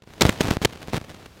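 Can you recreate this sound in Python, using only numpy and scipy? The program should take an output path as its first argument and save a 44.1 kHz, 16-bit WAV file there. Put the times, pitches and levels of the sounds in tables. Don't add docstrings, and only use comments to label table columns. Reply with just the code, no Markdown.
import sys
import numpy as np
from scipy import signal
from scipy.io import wavfile

SR = 44100
rng = np.random.default_rng(int(sys.argv[2]) if len(sys.argv) > 2 else 0)


def file_out(sig):
    cols = np.atleast_2d(sig).T
    lim = np.clip(cols, -1, 1)
    pcm = np.round(lim * 32767).astype(np.int16)
    wavfile.write(sys.argv[1], SR, pcm)


N = 61739
BASS_CUT_HZ = 97.5


def amp(db):
    return 10 ** (np.asarray(db) / 20)


def unit(x):
    return x / np.sqrt(np.mean(x ** 2) + 1e-20)


def add(mix, start_s, sound):
    part = mix[max(round(start_s * SR), 0):][:len(sound)]
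    part += sound[:len(part)]


def butter(x, hz, kind, order):
    return signal.sosfilt(signal.butter(order, min(hz, .45 * SR), kind, fs=SR, output="sos"), x)


def colour(x, points):
    point_hz, db = np.transpose(points)
    hz = abs(np.fft.fftfreq(4096, 1 / SR))
    log_gain = np.log(amp(np.interp(np.log(hz + 1), np.log(point_hz), db)))
    spectrum = np.exp(np.conj(signal.hilbert(log_gain)))
    response = np.fft.ifft(spectrum).real
    return signal.fftconvolve(x, response[:len(hz) // 2])[:N]


def grains(per_s, spread_db):
    size = amp(spread_db * np.minimum(rng.exponential(1, N), 4))
    return size * rng.choice([-1., 1.], N) * (rng.random(N) < per_s / SR)


def air():
    # frequency in Hz, relative level in dB.
    air_tone = [(25, -9), (80, 1.5), (200, -8), (600, -15.5), (2000, -21), (5000, -25), (9000, -32),
                (15500, -35.5)]
    level_db, fade_s = -51, 0.1
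    fade_in = np.minimum(np.arange(N) / SR / fade_s, 1) ** 2
    return amp(level_db) * unit(colour(rng.standard_normal(N), air_tone)) * fade_in


def ticks():
    # start in seconds, peak level in dB.
    catches = [(0.137, -26.5), (.2113, -7.5), (.2125, -11), (.2652, -11), (.2931, -4), (.2961, -10),
               (0.3274, -18.5), (0.4079, -5), (0.4098, -14), (0.438, -14), (0.464, -35), (.4826, -12.5),
               (0.5068, -7), (0.709, -32), (.7345, -24), (.775, -27.5), (.830, -20.5), (0.875, -23),
               (.9336, -21), (.9555, -21), (0.9618, -15), (0.9671, -12), (0.9696, -14.5), (0.9799, -17),
               (1.002, -31), (1.0134, -25), (1.095, -27), (1.1005, -25), (1.11, -29), (1.2615, -33)]
    rise_s = .00005
    age = np.arange(0, 20, 1 / (SR * rise_s))
    spikes = np.zeros(N)
    for start, db in catches:
        add(spikes, start, amp(db) * age * np.exp(1 - age))
    return butter(spikes, BASS_CUT_HZ, "high", order=2)


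def chatter():
    # start in seconds, length in seconds, level in dB, rough flips per second.
    bursts = [(0.2089, 0.0044, -14.5, 6500), (0.2181, 0.0046, -7.5, 5400), (0.2956, .0007, -10, 8000),
              (0.4117, 0.00096, -14, 8200), (0.509, 0.0011, -18, 5500), (.6488, .0038, -10.5, 6460),
              (0.655, 0.0016, -14.5, 4000)]
    # frequency in Hz, boost or cut in dB.
    crackle_tone = [(100, -6), (350, -0.5), (800, -0.5), (1600, -3), (3500, 1.5), (6500, 2), (10000, -5.5),
                    (15500, -4)]
    jitter, spread_db = .8, 0.5
    crackle = np.zeros(N)
    for start, length, db, per_s in bursts:
        gaps, sizes = rng.standard_normal(size=(2, 64))
        flip_times = np.cumsum(np.exp(jitter * gaps)) / per_s
        flips_so_far = np.searchsorted(flip_times[:-1], np.arange(0, length, 1 / SR))
        back_and_forth = (-1.) ** flips_so_far * amp(spread_db * sizes[flips_so_far])
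        add(crackle, start, amp(db) * unit(back_and_forth))
    return butter(colour(crackle, crackle_tone), BASS_CUT_HZ, "high", order=2)


def rub_strength():
    # time in seconds, level in dB.
    drag = [(0, -66.5), (.062, -68.5), (0.07, -55.5), (0.207, -45.5), (0.213, -18.5), (.224, -22.5),
            (0.245, -29), (.258, -25), (.282, -27.5), (.295, -30.5), (0.309, -34), (.385, -38.5),
            (0.416, -29.5), (.475, -32), (0.502, -36), (.515, -25.5), (.562, -36), (.577, -49),
            (.613, -48.5), (0.622, -27), (0.647, -32), (0.663, -43), (0.791, -48), (0.867, -46.5),
            (0.896, -37), (0.924, -45), (0.935, -30.5), (0.974, -38), (0.986, -50), (1.10, -49.5),
            (1.23, -47), (1.29, -58), (1.39, -53.5)]
    # start in seconds, length in seconds, peak level in dB.
    scuffs = [(.021, 0.008, -47), (0.034, 0.011, -45.5), (0.074, 0.019, -51.5), (0.14, 0.0049, -50),
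              (0.692, 0.01, -44), (0.724, 0.015, -42), (0.753, .008, -43), (0.804, 0.009, -41.5),
              (.815, 0.025, -38), (1.040, 0.017, -44), (1.083, 0.032, -46), (1.143, 0.0075, -36),
              (1.258, 0.009, -40), (1.370, 0.014, -48)]
    strength = amp(np.interp(np.arange(N) / SR, *np.transpose(drag)))
    for start, length, db in scuffs:
        progress = np.arange(0, length, 1 / SR) / length
        add(strength, start, amp(db) * np.sin(np.pi * np.sqrt(progress)))
    return strength


def rubbing():
    # frequency in Hz, relative level in dB.
    case_tone = [(30, -15.5), (90, 2), (250, 0.5), (600, -4.5), (1300, -10.5), (3500, -13), (6500, -19.5),
                 (10000, -26), (15500, -30)]
    flutter_db, flutter_s, light_touch_db = 2.3, 0.0051, -45.5
    friction = unit(grains(per_s=3500, spread_db=4)) + 0.49 * rng.standard_normal(N)
    bright = unit(colour(friction, case_tone))
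    dull = butter(bright, hz=4500, kind="low", order=1)
    smoothing = np.hanning(round(2 * flutter_s * SR))
    flutter = unit(signal.fftconvolve(rng.standard_normal(N), smoothing, "same"))
    strength = rub_strength()
    firmness = strength / (strength + amp(light_touch_db))
    return strength * amp(flutter_db * flutter) * (firmness * bright + (1 - firmness) * dull)


def pops():
    # time in seconds, step size in dB, direction (1 push, -1 release).
    single_slips = [(0.075, -32, 1), (0.2145, -4.5, -1), (0.2155, -5, 1), (.2170, -7, -1),
                    (0.2213, -11, -1), (0.2301, -10.5, 1), (0.234, -9, -1), (0.2516, -15, 1),
                    (.2528, 0, -1), (0.2566, -10.5, 1), (0.2581, -7.5, 1), (.2670, -19, -1),
                    (.2878, -13, -1), (.2929, -1, -1), (0.2941, -10.5, 1), (0.4073, -8, 1),
                    (.4087, -4.5, -1), (0.4124, -8.5, 1), (.4131, -10, -1), (0.446, -13.5, -1),
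                    (0.4537, -11.5, -1), (0.4639, -15, -1), (.4853, -10, -1), (0.489, -11, -1),
                    (0.5096, -14, 1), (0.5117, -3, -1), (0.5695, -8, 1), (0.6175, -12.5, -1),
                    (.6488, -5.5, 1), (0.6535, -6.5, -1), (0.6543, -4.5, 1), (0.6558, -7, -1),
                    (.6561, -4, 1), (.7590, -27, 1), (0.8834, -18.5, -1), (.9337, -9, 1),
                    (0.9343, -12.5, -1), (0.9414, -14, 1), (0.9449, -8.5, -1), (0.9571, -21, 1),
                    (0.9585, -16.5, -1), (0.9746, -16, 1), (0.9766, -15.5, -1), (0.9812, -18, 1),
                    (1.0154, -22.5, -1), (1.1160, -27, -1), (1.1475, -33.5, 1), (1.2619, -30.5, 1)]
    creep_db = -4.5
    slips = amp(creep_db) * rub_strength() * grains(per_s=160, spread_db=4.5)
    for start, db, direction in single_slips:
        add(slips, start, np.array([np.sign(direction) * amp(db)]))
    pressure = butter(np.cumsum(slips), hz=5800, kind="low", order=1)
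    return butter(pressure, BASS_CUT_HZ, "high", order=2)


def scene():
    return (pops() + chatter() + ticks() + rubbing() + air())[None]


def record(dry):
    clipped = np.clip(dry, -.92, .92)
    cutoff_hz = 16000
    treble_cut = signal.firwin(161, cutoff_hz, window=("kaiser", 8), fs=SR)
    return signal.oaconvolve(clipped, treble_cut[None], "same")


dry = scene()
out = record(dry)
file_out(out)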